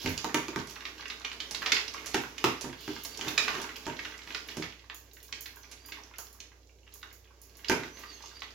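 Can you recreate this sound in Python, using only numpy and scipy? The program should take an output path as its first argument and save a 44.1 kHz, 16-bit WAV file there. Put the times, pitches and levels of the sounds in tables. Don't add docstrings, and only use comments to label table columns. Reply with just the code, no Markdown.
import sys
import numpy as np
from scipy import signal
from scipy.io import wavfile

SR = 44100
rng = np.random.default_rng(int(sys.argv[2]) if len(sys.argv) > 2 else 0)


def digitize_waveform(pressure):
    field = np.atleast_2d(pressure).T
    bounded = np.clip(field, -1, 1)
    quanta = np.round(bounded * 32767).astype(np.int16)
    wavfile.write(sys.argv[1], SR, quanta)


N = 376613

# start_s, level_db (before the trim in
# cracks), centre_hz
PELLET_CRACKS = [(0.074, -26.5, 2730), (0.176, -24, 4150), (0.589, -33.5, 2700), (0.852, -26.5, 2190),
                 (1.055, -29.5, 1980), (1.1, -26.5, 2400), (1.247, -22.5, 2440), (1.315, -30, 2150),
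                 (1.402, -24, 2920), (1.546, -23, 3350), (1.619, -26, 1620), (1.66, -17.5, 2170),
                 (1.719, -10, 2500), (1.766, -18, 2350), (2.146, -26, 2580), (2.38, -28, 3400),
                 (2.445, -20.5, 2620), (3.21, -25.5, 3080), (3.28, -23, 2880), (3.377, -10, 2460),
                 (3.479, -17.5, 1710), (3.55, -25.5, 1600), (3.691, -31.5, 1610), (3.99, -26.5, 2050),
                 (4.048, -27.5, 2070), (4.274, -35.5, 2370), (4.304, -31.5, 1990), (4.347, -23, 2550),
                 (4.486, -31.5, 2560), (4.622, -25.5, 2020), (4.723, -40, 2300), (4.898, -30.5, 1800),
                 (5.168, -45.5, 1850), (5.325, -26, 2650), (5.458, -32, 2480), (5.92, -30, 2540),
                 (6.137, -40.5, 2070), (6.187, -38, 910), (6.402, -34.5, 4000), (7.029, -34, 2230),
                 (7.645, -31, 2570), (7.683, -23, 4040), (7.833, -31, 2040), (8.42, -29, 1820)]
TIME = np.arange(N) / SR
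BAND_HZ = 35 * 2 ** np.arange(0, 9.1, .5)
BANK = [signal.butter(2, [hz / 2 ** .25, hz * 2 ** .25], "band", fs=SR, output="sos") for hz in BAND_HZ]


def from_db(db):
    return 10 ** (np.asarray(db) / 20)


def rms_one(x):
    return x / np.sqrt(np.mean(x ** 2) + 1e-20)


def as_click(x):
    return x / np.sqrt(np.sum(x ** 2) / (.005 * SR) + 1e-20)


def at_hz(points, hz):
    freqs, values = np.transpose(points)
    return np.interp(np.log(hz), np.log(freqs), values)


def dying(t60, size):
    return np.exp(TIME[:size] * (-np.log(1000) / t60))


def rising(attack_s, size):
    return 1 - np.exp(-TIME[:size] / attack_s)


def add(track, s, sound):
    start = round(s * SR)
    track[start:start + len(sound)] += sound[:max(N - start, 0)]


def drift(rate):
    knots = rng.standard_normal(int(N / SR * rate) + 2)
    return rms_one(np.interp(TIME * rate, np.arange(len(knots)), knots))


def bell(x, hz, gain_db, q):
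    a = from_db(gain_db / 2)
    w = 2 * np.pi * min(hz, SR / 2 - 100) / SR
    k = np.sin(w) / (2 * q)
    middle = -2 * np.cos(w)
    return signal.lfilter([1 + k * a, middle, 1 - k * a], [1 + k / a, middle, 1 - k / a], x)


def coloured(drive, spectrum):
    white = rng.standard_normal((2, len(drive))) * drive + 1e-18
    out = np.zeros(len(drive))
    for k, hz in enumerate(BAND_HZ):
        out += from_db(at_hz(spectrum, hz)) * signal.sosfilt(BANK[k], white[k % 2])
    return out


def diffuse_bands(size):
    # freq_hz, correlation (1 = identical)
    likeness = [(330, 0.86), (700, 0.5), (1400, 0.093), (5000, -0.16)]
    for hz, sos in zip(BAND_HZ, BANK):
        mid, side = signal.sosfilt(sos, rng.standard_normal((2, size)))
        alike = at_hz(likeness, hz)
        yield hz, np.sqrt((1 + alike) / 2) * mid + np.sqrt((1 - alike) / 2) * side * [[1], [-1]]


def struck(modes, spread_db, size):
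    out = np.zeros(size)
    for hz, db, t60 in modes:
        strength = rng.choice([-1, 1]) * from_db(db + spread_db * rng.normal())
        out += strength * np.sin(2 * np.pi * hz * TIME[:size]) * dying(t60, size)
    return out


def background(noise_db=-65, waver_db=-0.5):
    # pitch_hz, rms_level_db
    hum_tones = [(59.3, -60), (91.5, -71)]
    # freq_hz, relative_level_db per Hz
    room_noise = [(35, -30), (100, 9), (170, -11.5), (400, 5), (750, -6), (1400, -32), (6000, -9),
                  (11000, -20)]
    hum = 0
    for hz, db in hum_tones:
        hum = hum + from_db(db) * np.sqrt(2) * np.sin(2 * np.pi * (hz * TIME + rng.random()))
    air = np.zeros((2, N))
    for hz, band in diffuse_bands(N):
        air += from_db(at_hz(room_noise, hz) + waver_db * drift(rate=4.8)) * band
    return hum + from_db(noise_db) * rms_one(air)


def jostle(attack_s=0.0033, settle_t60=0.19, size=SR // 3):
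    out = np.zeros(N)
    shake = rising(attack_s, size) * dying(settle_t60, size)
    for s, bite_db, _ in PELLET_CRACKS:
        add(out, s, from_db(bite_db) * shake)
    return out


def stirring(rub_db=-7, tumble_db=7, size_db=3.5, pellet_hz=2600, pitch_spread=0.47,
             rub_waver_db=2, jostle_db=-31, count=200):
    # time_s, effort_db (before the rub and tumble trims)
    effort = [(0.0, -45), (0.69, -50.5), (1.35, -52.5), (1.69, -45.5), (1.97, -45.5), (2.85, -51),
              (3.45, -39.5), (3.66, -48), (4.25, -51.5), (4.6, -48.5), (4.8, -61.5), (6.04, -55.5),
              (6.66, -70), (6.94, -61.5), (7.37, -66.5), (7.87, -51), (8.54, -56.5)]
    # freq_hz, relative_level_db per Hz
    pellet_spectrum = [(100, -3.5), (330, 10), (600, -3), (2300, -1), (6500, -7), (10000, -12),
                       (16000, -19)]
    chance = rng.random((count, 3))
    times = chance[:, 0] * N / SR
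    sizes = size_db * np.minimum(-np.log(chance[:, 1]), 3)
    effort_db = np.interp(TIME, *np.transpose(effort))
    levels = np.interp(times, TIME, effort_db) + tumble_db + sizes
    pitches = pellet_hz * np.exp(pitch_spread * np.sqrt(3) * (2 * chance[:, 2] - 1))
    pressure = from_db(effort_db + rub_db + rub_waver_db * drift(rate=14))
    pressure = pressure + from_db(jostle_db) * jostle()
    rub = pressure * rms_one(coloured(np.ones(N), pellet_spectrum))
    return cracks(zip(times, levels, pitches)) + rub


def nose_air():
    # start_s, length_s, level_db
    bouts = [(-.1, 0.24, -47.5), (2.767, 0.29, -51), (7.932, 0.5, -63)]
    # freq_hz, relative_level_db per Hz
    air_spectrum = [(1500, -24), (3600, 15), (4500, 5.5), (5500, 3), (6500, -3), (12000, -7.5)]
    blowing = np.zeros(N)
    for s, length, db in bouts:
        through = np.clip((TIME - s) / length, 0, 1)
        blowing += from_db(db) * np.sqrt(np.abs(np.sin(np.pi * through)))
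    return blowing * rms_one(coloured(np.ones(N), air_spectrum))


def knock(clack_db, thump_db, thump_hz, ring_db=2.0, detune=0.026, ring_share=0.42, thud_db=3,
          contact_db=-7, rattle_db=-10, rattle_t60=0.15, rattles_per_s=220, contact_t60=0.012,
          thud_t60=0.28, swell_s=0.0057, soft_hz=600, harden=0.67, size=SR // 4):
    # pitch_hz (before detuning), relative_level_db
    stand_modes = [(143, -7.5), (185, -13.5), (217, -14), (255, -13), (313, 1), (385, 0), (435, -2.5),
                   (862, -2), (922, -0.5), (1160, -18), (1530, 5.5), (2040, -5)]
    # freq_hz, relative_level_db per Hz
    clack_spectrum = [(150, -23), (400, 6), (600, -10), (900, 6.5), (1600, -1), (2600, 1.5), (4000, -11.5),
                      (6500, -7), (10000, -17), (16000, -25)]
    stand_t60_s, t60_fall = 0.052, 0.69
    hardness = clack_db - thump_db

    contacts = (rng.random(size) < rattles_per_s / SR) * rng.standard_normal(size)
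    force = contacts * from_db(rattle_db) * dying(rattle_t60, size)
    force[0] = 1
    contact_envelope = signal.fftconvolve(np.abs(force), dying(contact_t60, size))[:size]
    clack = as_click(coloured(contact_envelope, clack_spectrum))

    cavity = signal.butter(2, [thump_hz / 2.6, thump_hz * 1.3], "band", fs=SR, output="sos")
    push = rng.standard_normal(size) * dying(thud_t60, size) * rising(swell_s, size)
    thud = as_click(signal.sosfilt(cavity, push))

    modes = []
    for hz, db in stand_modes:
        modes.append((hz * (1 + detune * rng.normal()), db, stand_t60_s * (1000 / hz) ** t60_fall))
    ring = as_click(signal.fftconvolve(force, struck(modes, 2, size))[:size])
    low_pass_hz = np.clip(soft_hz * from_db(harden * hardness), 100, SR / 4)
    ring = signal.lfilter(*signal.butter(2, low_pass_hz, fs=SR), ring)

    out = from_db(clack_db + contact_db) * clack + from_db(thump_db + thud_db) * thud
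    return out + from_db(thump_db + ring_share * hardness + ring_db) * ring


def bowl(slip_spread_db=3, slip_thump_db=-16, count=8):
    # start_s, clack_db, thump_db, thump_hz
    shoves = [(0.044, -38.5, -30, 165), (0.06, -22.5, -36, 172), (0.244, -23, -40, 297),
              (0.344, -14.5, -36.5, 295), (0.482, -28.5, -42, 294), (0.56, -24.5, -35.5, 221),
              (2.144, -17, -34.5, 270), (2.441, -12.5, -30.5, 262), (2.643, -32.5, -36.5, 322),
              (2.878, -31.5, -37, 250), (3.866, -28, -35.5, 356), (4.57, -34, -34.5, 234),
              (7.697, -16, -31, 393), (7.716, -19.5, -33.5, 348), (7.792, -40, -41, 270)]
    # start_s, length_s, slip_clack_db, thump_hz
    judders = [(3.185, 0.13, -35, 200), (3.536, .085, -38, 447)]
    out, hits = np.zeros(N), list(shoves)
    for s, length, db, hz in judders:
        for k in range(count):
            slip_db = db + slip_spread_db * rng.normal()
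            slip_s = s + length * (k + rng.random()) / count
            hits.append((slip_s, slip_db, slip_db + slip_thump_db, hz))
    for s, clack_db, thump_db, thump_hz in hits:
        add(out, s, knock(clack_db, thump_db, thump_hz))
    return out


def cracks(rows, level_db=-8.0, attack_s=0.001, split_s=0.0037, growth=0.15, crumble_t60=0.079,
           crumble_db=-17, grain=2.12, width=1.584, ring_db=3, shard_db=4, edge_db=-31,
           edge_spread_db=4, size=SR // 12):
    out = np.zeros(N)
    attack = rising(attack_s, size)
    for s, bite_db, hz in rows:
        hardness = from_db(growth * (bite_db + 46.0))
        split = attack * np.exp(-(TIME[:size] / (split_s * hardness)) ** 2)
        grains = np.minimum(rng.exponential(1, size // 64 + 1), 3.5) ** grain / 2
        crumbs = grains.repeat(64)[:size] * dying(crumble_t60, size)
        force = rng.standard_normal(size) * (split + from_db(crumble_db) * crumbs)
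        edges = hz * max(width ** hardness, 1.1) ** np.array([-1, 1])
        edges = np.minimum(edges, SR / 2 - 100)
        snap = signal.lfilter(*signal.butter(2, edges, "band", fs=SR), force)
        snap = bell(snap, hz, ring_db, q=1)
        snap = bell(snap, hz * np.exp(0.5 * rng.normal()), shard_db, q=3.6)
        edge = from_db(edge_db + edge_spread_db * rng.normal()) * force
        add(out, s, from_db(bite_db + level_db) * as_click(snap + edge))
    return out


def with_fragments(bites, count=2):
    window_s, fragment_db, fade_db_per_s, pitch_spread = 0.045, -20, 121, 0.97
    rows = list(bites)
    for s, bite_db, hz in bites:
        for delay, shift in zip(window_s * rng.random(count), rng.standard_normal(count)):
            level_db = bite_db + fragment_db - fade_db_per_s * delay
            rows.append((s + delay, level_db, hz * np.exp(pitch_spread * np.tanh(shift))))
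    return rows


def tags(ring_t60=0.025, chatter_t60=0.23, tick_db=1, tick_low_hz=5200, brush_db=-48, count=14,
         size=SR // 8):
    # start_s, level_db
    touches = [(0.092, -39), (3.036, -36.5), (3.285, -39), (4.945, -41), (5.1338, -47.5), (5.229, -47),
               (5.408, -37), (5.559, -47), (5.86, -44), (6.1837, -36), (6.939, -42.5), (7.416, -46)]
    # pitch_hz (before a slight random detuning), relative_level_db
    tag_modes = [(6640, 1), (7050, -1), (11000, 3.5), (13100, 2.5), (14000, 3), (15100, -5.5)]
    out = np.zeros(N)
    brush_times = (np.arange(count) + rng.random(count)) * N / SR / count
    brushes = [(s, brush_db) for s in brush_times]
    thin = signal.butter(3, tick_low_hz, "high", fs=SR, output="sos")
    for s, touch_db in list(touches) + brushes:
        modes = [(hz * (1 + 0.0041 * rng.normal()), db, ring_t60) for hz, db in tag_modes]
        ring = struck(modes, spread_db=1.5, size=size)
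        tick = signal.sosfilt(thin, rng.standard_normal(size) * dying(chatter_t60, size))
        add(out, s, from_db(touch_db) * as_click(ring + from_db(tick_db) * tick))
    return out


def smacks(clicks_per_s=2500, smack_t60=0.085, size=SR // 10):
    # start_s, level_db
    smack_rows = [(0.671, -43.5), (1.51, -33.5), (2.06, -33), (2.61, -33.5), (3.048, -34.5), (3.616, -38),
                  (4.569, -39), (5.712, -42.5), (6.184, -42.5)]
    # freq_hz, relative_level_db per Hz
    smack_spectrum = [(300, 2.5), (1200, 0), (6500, 6.5), (10000, 6), (16000, -24)]
    out = np.zeros(N)
    for s, smack_db in smack_rows:
        spray = (rng.random(size) < clicks_per_s / SR) * dying(smack_t60, size)
        add(out, s, from_db(smack_db) * as_click(coloured(spray, smack_spectrum)))
    return out


def whistles(level_db=-1, swell_s=0.023, arch=0.01, waver=0.00602, flutter_db=3, octave_db=-17,
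             link_db=-20):
    # centre_s, pitch_hz, glide_hz (per unit of bend), level_db (before the trim)
    whines = [(2.799, 4630, 128, -61), (2.94, 4660, 115, -61), (3.13, 4630, -21, -49),
              (5.64, 6100, -38, -61), (5.861, 4790, 55, -54), (7.965, 6250, 57, -55),
              (8.106, 4610, -89.5, -50), (8.15, 6500, -150, -56), (8.255, 6300, 73, -55.5),
              (8.365, 4690, 30, -52.5), (8.44, 4540, -100, -54.5)]
    out = np.zeros(N)
    unsteady = 1 + waver * drift(rate=100)
    for s, hz, glide_hz, db in whines:
        along = (TIME - s) / swell_s
        bend = np.arcsinh(along)
        pitch = (hz * (1 - arch * bend ** 2) + glide_hz * bend) * unsteady
        phase = 2 * np.pi * np.cumsum(pitch) / SR
        near = np.abs(along) < 10
        swell = 1 / (1 + along[near] ** 2) + from_db(link_db) * (1 - np.abs(along[near]) / 10)
        tone = np.sin(phase[near]) + from_db(octave_db) * np.sin(2 * phase[near])
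        out[near] += from_db(db + level_db) * swell * tone
    return out * from_db(flutter_db * drift(rate=62))


def kitchen(x, echo_rise_s=0.000086, size=SR // 2):
    # freq_hz, t60_s
    room_t60 = [(700, 0.32), (2000, 0.34), (14000, 0.35)]
    # freq_hz, level_db
    echo_level = [(200, -1.5), (1000, 4), (4000, 1)]
    echoes = 0
    for hz, band in diffuse_bands(size):
        fade = dying(at_hz(room_t60, hz), size) * (1 - np.exp(-(TIME[:size] / echo_rise_s) ** 2))
        echoes = echoes + from_db(at_hz(echo_level, hz)) * band * fade / np.sqrt(np.sum(fade ** 2))
    return x + signal.oaconvolve(x[None], echoes, axes=1)[:, :N]


def scene(whistle_room_db=-11, count=3):
    bites = 0
    for spot in range(count):
        bites = bites + kitchen(cracks(with_fragments(PELLET_CRACKS[spot::count])))
    whine = whistles()
    small_sounds = stirring() + smacks() + tags() + nose_air() + from_db(whistle_room_db) * whine
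    return bites + kitchen(bowl()) + kitchen(small_sounds) + whine + background()


def record(dry, balance_db=1.59, cutoff_hz=16100):
    left = bell(dry[0], hz=6400, gain_db=-1.5, q=0.71) * from_db(-balance_db)
    right = bell(dry[1], hz=6800, gain_db=7.0, q=0.98) * from_db(balance_db)
    ports = bell(np.array([left, right]), hz=8600, gain_db=-24, q=4.5)
    rounded = .5 * np.tanh(ports / .5)
    top_cut = signal.ellip(10, .3, 80, cutoff_hz, fs=SR, output="sos")
    return signal.sosfilt(top_cut, rounded)


dry = scene()
out = record(dry)
digitize_waveform(out)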